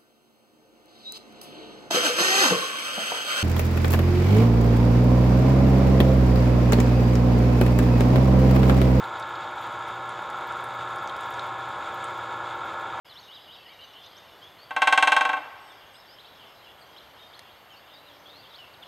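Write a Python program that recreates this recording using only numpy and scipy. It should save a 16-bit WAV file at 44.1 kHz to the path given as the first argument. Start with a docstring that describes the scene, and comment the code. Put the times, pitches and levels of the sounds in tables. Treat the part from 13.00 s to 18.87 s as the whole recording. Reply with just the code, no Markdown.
"""Among trees, a woodpecker drums one quickening roll on the metal housing of a street lamp.
Each peck makes the housing ring with the same tones over a brief clatter of sheet metal,
and the trees scatter the sound into a soft echo. Small birds chirp further off over a distant hum.
A camera adds a thin whine, one tick and a brief hum of its own."""
import sys
import numpy as np
from scipy import signal
from scipy.fft import rfft, irfft, next_fast_len
from scipy.io import wavfile
from scipy.ndimage import uniform_filter1d

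SR = 44100
rng = np.random.default_rng(int(sys.argv[2]) if len(sys.argv) > 2 else 0)


def wrap_up_sound(samples):
    """Save the sound to the file named by the first command line argument, as 16-bit audio."""
    columns = np.atleast_2d(samples).T
    # keep every value between -1 and 1, then stretch to whole-number steps
    tamed = np.clip(columns, -1, 1)
    steps = np.round(tamed * 32767).astype(np.int16)
    wavfile.write(sys.argv[1], SR, steps)


N = 258867
TIME = np.arange(N) / SR


def woodpecker(treble_from_hz=1500, variation_db=-9, bass_cut_hz=220):
    """The beak hits nearly the same spot each time; a softer hit leaves the high tones quieter."""
    t = np.arange(2 ** 14) / SR
    same_spot = housing_ring(t) + sheet_clatter(t)
    octaves = np.log2(1 + np.fft.rfftfreq(len(t), 1 / SR) / treble_from_hz)
    out = np.zeros(N)
    for start_s, strength_db, tilt_db in pecks():
        blow = same_spot + undb(variation_db) * sheet_clatter(t)
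        peck = irfft(rfft(blow) * undb(strength_db + tilt_db * octaves))
        add(out, start_s, peck[:len(t) // 2])
    # the small housing gives off almost no bass
    return signal.sosfilt(signal.butter(4, bass_cut_hz, btype="high", fs=SR, output="sos"), out)


# The bird's effort swells, holds and fades: time_s, strength_db, treble_tilt_db_per_octave
PECK_EFFORT = [(1.706, -11, -5.5), (1.764, -2.5, -3.5), (1.825, 0.8, -0.56), (2.03, 0.67, 0.38),
               (2.17, 0.5, -0.94), (2.33, -2.1, -6), (2.37, -6, -8.5)]

def pecks(count=15, start_s=1.7072, first_gap_s=.05657, gap_step_s=.001429):
    """Time, strength and hardness of each peck; every gap is one step shorter than the last."""
    k = np.arange(count)
    times = start_s + first_gap_s * k - gap_step_s * k * (k - 1) / 2
    time_s, strength_db, tilt_db = np.transpose(PECK_EFFORT)
    return zip(times, np.interp(times, time_s, strength_db), np.interp(times, time_s, tilt_db))


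# The tones the lamp housing rings with: pitch_hz, level_db, fade_s
HOUSING_TONES = [(297.7, -37, 0.09), (495, -35, 0.12), (602, -34.5, 0.15), (618.4, -31.5, 0.16),
                 (768.2, -19.5, 0.13), (835.6, -23, 0.12), (870, -16, 0.062), (929.4, -22.5, 0.11),
                 (981, -29.5, 0.15), (1083, -8.5, 0.071), (1094.6, -9.5, 0.097), (1239, -27.5, 0.11),
                 (1367, -25.5, 0.1), (1507, -32.5, 0.2), (1543, -10.5, 0.073), (1594.5, -13.5, 0.051),
                 (1668, -31.5, 0.17), (1917, -19, 0.044), (2072, -30.5, 0.37), (2150, -25, 0.091),
                 (2370, -22, 0.06), (2656, -21, 0.1), (2700, -19, 0.068), (3003, -25.5, 0.08),
                 (3200, -33, 0.11), (3324, -34, 0.19), (3400, -46, 0.05), (3740, -40, 0.14),
                 (4000, -37, 0.11), (4050, -64, 0.11)]

def housing_ring(t, rise_s=0.00024):
    """The struck housing rings. Its tones alternate in sign, so they add up fully only after a moment."""
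    ring = sum((-1) ** k * undb(db) * np.sin(2 * np.pi * hz * t) * fade(t, fade_s)
               for k, (hz, db, fade_s) in enumerate(HOUSING_TONES))
    return ring * (1 - np.exp(-t / rise_s))


# The first crack of the beak: frequency_hz, level_db
BEAK_CRACK = [(1200, -21), (3000, 15.5), (4100, -9), (5500, -1), (8300, -0.5), (11000, -18.5), (16000, -34)]
# The crowded high tones of the sheet metal: frequency_hz, level_db
METAL_CLATTER = [(2000, -38), (2700, 9), (3400, 3.5), (4100, 2.5), (4600, -8.5), (5200, -7.5), (6300, -7),
                 (7100, -11), (7900, -10.5), (9200, -21.5), (11000, -16.5), (16000, -49)]

def sheet_clatter(t, clatter_db=-26, clatter_fade_s=0.11, crack_db=-21, contact_s=.0001):
    """The beak's crack dies away into metal tones so crowded that they sound like noise."""
    crack = undb(crack_db) * noise(BEAK_CRACK, len(t)) * fade(t, .025)
    clatter = undb(clatter_db) * noise(METAL_CLATTER, len(t)) * fade(t, clatter_fade_s)
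    return (crack + clatter) * (1 - np.exp(-t / contact_s))


def trees(x, echo_db, near_fade_s=0.42, far_fade_s=1.44, far_db=-13, dull_hz=6000, build_s=0.019):
    """A sound plus its duller echo: short from nearby trunks, long and faint from further off."""
    t = TIME[:2 * SR]
    decay = fade(t, near_fade_s) + undb(far_db) * fade(t, far_fade_s)
    build_up = 1 - np.exp(-(t / build_s) ** 2)
    echo = rng.standard_normal(len(t)) * decay * build_up
    echo = signal.lfilter(*signal.butter(1, dull_hz, fs=SR), echo / np.linalg.norm(echo))
    return x + undb(echo_db) * signal.fftconvolve(x, echo)[:N]


def treble_spread(x, spread_db=-16, fade_s=0.039, treble_from_hz=6000):
    """The treble of each peck reaches the two ears a little differently."""
    t = TIME[:4096]
    scatter = rng.standard_normal(len(t)) * fade(t, fade_s)
    keep_treble = signal.butter(2, treble_from_hz, btype="high", fs=SR)
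    scatter = signal.lfilter(*keep_treble, scatter / np.linalg.norm(scatter))
    return undb(spread_db) * signal.fftconvolve(x, scatter)[:N] * np.array([[1], [-1]])


# The sound the whole lamp throws out in all directions: frequency_hz, level_db
LAMP_SPREAD = [(150, -41), (280, -12), (400, -13), (550, -5.5), (800, 4), (1200, -2), (2100, -5.5),
               (3300, -14), (5000, -40), (16000, -57)]

def far_echo(echo_db=-47, fade_s=1.92, build_s=0.0083):
    """The roll comes back from the surroundings as a soft blur."""
    energy = np.zeros(N)
    t = TIME[:2 * SR]
    for start_s, strength_db, _ in pecks():
        swell = undb(strength_db) * fade(t, fade_s) * (1 - np.exp(-t / build_s))
        add(energy, start_s, swell ** 2)
    return undb(echo_db) * np.sqrt(energy) * noise(LAMP_SPREAD, N)


# Whistles that bend away and swing back: start_s, length_s, base_hz, bend_share, level_db
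ARCHED_WHISTLES = [(.277, 0.12, 2824, 0.42, -50), (.47, 0.11, 2850, 0.38, -52),
                   (0.647, 0.11, 1860, 0.28, -58.5), (.66, 0.081, 2765, .17, -55.5),
                   (.783, .077, 2800, 0.1, -51.5), (3.81, .03, 4760, -.13, -58),
                   (4.933, .04, 5020, -.11, -60), (5.428, 0.053, 3540, -0.15, -56.5)]
# Quick upward chirps: start_s, start_hz, level_db
QUICK_CHIRPS = [(1.04, 4380, -60.5), (1.16, 4500, -57), (2.941, 2760, -55.5), (3.183, 2800, -52),
                (3.243, 3050, -55), (3.962, 2830, -50), (4.33, 3000, -52), (5.285, 3090, -57.5),
                (5.537, 3060, -50)]
# Whistles that slide between two pitches: start_s, length_s, start_hz, end_hz, level_db
SLIDING_WHISTLES = [(.092, .046, 4400, 3150, -52), (0.152, 0.052, 2750, 4600, -49.5),
                    (0.929, 0.067, 2920, 3040, -53), (1.002, .078, 3035, 3750, -54.5),
                    (1.413, .08, 3050, 3550, -52.5), (1.58, 0.076, 4200, 4630, -57.5),
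                    (2.547, .2, 5450, 5380, -70), (2.69, .07, 3800, 2800, -58),
                    (2.937, .085, 4750, 5380, -61), (3.071, .09, 4400, 5390, -58.5),
                    (3.38, 0.073, 3300, 2530, -56.5), (3.621, .07, 3260, 2690, -57.5),
                    (4.177, .06, 2800, 3280, -60), (4.181, .11, 3720, 3630, -56.5),
                    (4.695, 0.071, 3200, 2580, -54.5), (4.76, .035, 4300, 4670, -60),
                    (4.912, 0.093, 3450, 4000, -57), (5.06, .062, 4000, 3000, -56.5),
                    (5.251, .08, 3220, 3750, -54.5), (5.323, 0.1, 3640, 4800, -56),
                    (5.498, .085, 4000, 2930, -56.5), (5.58, .072, 3050, 2600, -50.5),
                    (5.736, 0.019, 4750, 2760, -55), (5.823, 0.018, 3670, 2700, -46)]
# Thin, very high peeps: start_s, length_s, level_db
HIGH_PEEPS = [(2.593, .14, -71.5), (2.929, .06, -67.5), (3.777, .06, -74)]

def songbirds(chirp_s=.03, chirp_pitch_ratio=1.5, peep_hz=8250):
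    """The nearer birds whistle, chirp and peep."""
    out = np.zeros(N)
    for start_s, length_s, base_hz, bend, db in ARCHED_WHISTLES:
        add(out, start_s, undb(db) * whistle(arch(length_s, base_hz, bend), waver=0.0076, flutter_db=1.5))
    for start_s, hz, db in QUICK_CHIRPS:
        add(out, start_s, undb(db) * whistle(slide(chirp_s, hz, hz * chirp_pitch_ratio)))
    for start_s, length_s, start_hz, end_hz, db in SLIDING_WHISTLES:
        add(out, start_s, undb(db) * whistle(slide(length_s, start_hz, end_hz)))
    for start_s, length_s, db in HIGH_PEEPS:
        add(out, start_s, undb(db) * whistle(slide(length_s, peep_hz, peep_hz), waver=.028))
    return out


def whistle(path_hz, waver=.012, flutter_db=3, taper_share=0.26):
    """One bird note follows a pitch path, trembling in pitch and loudness."""
    tremble = level(uniform_filter1d(rng.standard_normal((2, len(path_hz))), size=90), 0)
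    pitch_hz = path_hz * (1 + waver * tremble[0])
    tone = np.sin(2 * np.pi * np.cumsum(pitch_hz) / SR) * undb(flutter_db * tremble[1])
    return level(tone * signal.windows.tukey(len(path_hz), taper_share), 0)


def slide(length_s, start_hz, end_hz, bow_share=.14):
    """A pitch path that slides from start to end, curving upward on the way."""
    progress = np.linspace(0, 1, int(length_s * SR))
    span = np.log(end_hz / start_hz)
    bow = bow_share * abs(span) * (1 - (2 * progress - 1) ** 2)
    return start_hz * np.exp(span * progress + bow)


def arch(length_s, base_hz, bend, peak_at=.62, width=.27, overshoot=.39):
    """A pitch path that goes over a hump or through a dip, then back past its base pitch."""
    progress = np.linspace(0, 1, int(length_s * SR))
    hump = np.exp(-((progress - peak_at) / width) ** 2)
    return base_hz * (1 + bend * (hump - overshoot * progress ** 4))


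# How the far birds grow louder and quieter: time_s, level_db
CHORUS_LOUDNESS = [(0, -52.5), (.8, -53), (1.6, -59.5), (2.9, -57.5), (4.0, -57.5), (5.87, -58)]

def far_birds(count, centre_hz, spread, glide, length_s):
    """Many distant notes at random times blend into a chorus."""
    out = np.zeros(N)
    for start_s, chance in zip(rng.uniform(0, N / SR, count), rng.triangular(-2, 0, 2, (count, 4))):
        start_hz, end_hz = centre_hz * np.exp(spread * chance[0] + glide * chance[1:3])
        note_s = length_s * np.exp(.25 * chance[3])
        add(out, start_s, whistle(slide(note_s, start_hz, end_hz)))
    return level(out, 0) * undb(np.interp(TIME, *np.transpose(CHORUS_LOUDNESS)))


# The camera's small dry tick: frequency_hz, level_db
CAMERA_TICK = [(600, -26), (1900, -3), (3000, -6), (4900, 0), (7500, -16), (10500, -11), (13000, -25),
               (16000, -27)]

def camera(whine_hz=11800, whine_db=-70.5, lift_hz=140, waver_hz=65, tick_at_s=4.3925, tick_db=-36.5):
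    """One tick, and a thin wavering whine that goes a little higher while the motor works."""
    motor_load = on_and_off(start_s=4.6, end_s=5.7, ramp_s=.2)
    pitch_hz = whine_hz + lift_hz * motor_load + waver_hz * wander(500)
    out = level(np.sin(2 * np.pi * np.cumsum(pitch_hz) / SR), whine_db)
    tick = noise(CAMERA_TICK, 2048) * fade(TIME[:2048], .016)
    add(out, tick_at_s, undb(tick_db) * tick)
    return out


# The tones of the camera's brief hum: pitch_hz, level_db
HUM_TONES = [(290, -67), (582, -64), (9650, -88), (9970, -84)]

def brief_hum(waver=0.0023):
    """A faint hum for half a second, likely the lens motor."""
    phase_per_hz = 2 * np.pi * np.cumsum(1 + waver * wander(40.1)) / SR
    hum = sum(level(np.sin(hz * phase_per_hz), db) for hz, db in HUM_TONES)
    return on_and_off(start_s=4.9, end_s=5.45, ramp_s=.087) * hum


# Distant outdoor hum and hiss: frequency_hz, level_db
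OUTDOOR_AIR = [(20, -41), (45, -11.5), (90, -2.5), (230, -8), (700, 0.5), (1100, -1.5), (2000, -6.5),
               (3400, -10), (5200, -20.5), (6500, -22), (8000, -27), (11000, -28.5), (16000, -34)]

def air(air_db=-52.5, swell_db=.5, side_db=-8, side_hz=220, hiss_db=-76):
    """A distant hum that differs between the ears mainly in the bass, plus each microphone's hiss."""
    middle = noise(OUTDOOR_AIR, N) * undb(swell_db * wander(3.1))
    side = undb(side_db) * signal.lfilter(*signal.butter(1, side_hz, fs=SR), noise(OUTDOOR_AIR, N))
    hiss = undb(hiss_db) * rng.standard_normal((2, N))
    return undb(air_db) * (middle + side * np.array([[1], [-1]])) + hiss


def undb(db):
    """Turn decibels into a number to multiply by."""
    return 10 ** (np.asarray(db) / 20)


def level(x, db):
    """Set the average (rms) level."""
    return x * undb(db) / np.sqrt(np.mean(x ** 2))


def fade(t, fade_s):
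    """Die away by 60 dB every fade_s seconds."""
    return np.exp(-np.log(1000) * t / fade_s)


def add(out, start_s, x):
    """Mix x into out at a given time."""
    i = max(int(start_s * SR), 0)
    out[i:i + len(x)] += x[:max(len(out) - i, 0)]


def curve(points, size):
    """Join (frequency_hz, value) points into a curve over all frequencies."""
    hz, value = np.transpose(points)
    return np.interp(np.log1p(np.fft.rfftfreq(size, 1 / SR)), np.log1p(hz), value)


def noise(points, size):
    """Noise shaped by (frequency_hz, level_db) points, then set to an average level of 1."""
    spectrum = rfft(rng.standard_normal(size)) * undb(curve(points, size))
    return level(irfft(spectrum, size), 0)


def wander(rate_hz):
    """A smooth random drift, about 1 in size."""
    hold = int(SR / rate_hz)
    steps = np.repeat(rng.standard_normal(N // hold + 1), hold)
    return level(uniform_filter1d(uniform_filter1d(steps, hold), hold)[:N], 0)


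def on_and_off(start_s, end_s, ramp_s):
    """Rise from 0 to 1, hold, and fall back."""
    return np.clip(np.minimum(TIME - start_s, end_s - TIME) / ramp_s, 0, 1)


def scene(whistles_db=-5, twitter_db=-11.5):
    """Every bird is straight ahead; the further away it is, the more the trees blur it."""
    roll = woodpecker()
    drumming = trees(roll, echo_db=-11.5) + treble_spread(roll) + far_echo()
    whistles = far_birds(count=200, centre_hz=3204, spread=.11, glide=.07, length_s=.055)
    twitter = far_birds(count=240, centre_hz=4720, spread=0.14, glide=.1, length_s=.022)
    chorus = trees(undb(whistles_db) * whistles + undb(twitter_db) * twitter, echo_db=0.5)
    return drumming + trees(songbirds(), echo_db=-5.0) + chorus + camera() + brief_hum() + air()


# How much louder the left microphone is than the right: frequency_hz, level_db
LEFT_BALANCE = [(60, -1.4), (250, -0.61), (500, -0.042), (1000, 0.9), (2000, 0.16), (12000, -.1)]
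# How far the left microphone's wave runs ahead of the right's: frequency_hz, lead_radians
LEFT_LEAD = [(0, 0), (260, 0.45), (2330, -0.0), (16000, 0.0)]
# Narrow bands that the microphones miss: frequency_hz, width_hz
MISSED_BANDS = [(2570, 84), (5720, 380), (7200, 340)]

def record(dry, silent_until_s=.046, fade_in_s=0.01, top_hz=15750):
    """Two close, slightly unequal microphones; the sound fades in fast and the highest treble is cut."""
    size = next_fast_len(N)
    half_each = np.array([[.5], [-.5]])
    balance = undb(half_each * curve(LEFT_BALANCE, size))
    lead = np.exp(1j * half_each * curve(LEFT_LEAD, size))
    pair = irfft(rfft(dry, size) * balance * lead, size)[:, :N]
    for hz, width_hz in MISSED_BANDS:
        pair = signal.lfilter(*signal.iirnotch(hz, hz / width_hz, fs=SR), pair)
    faded_in = pair * np.clip((TIME - silent_until_s) / fade_in_s, 0, 1)
    return signal.sosfilt(signal.ellip(10, .2, 70, top_hz, fs=SR, output="sos"), faded_in)


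dry = scene()
out = record(dry)
wrap_up_sound(out)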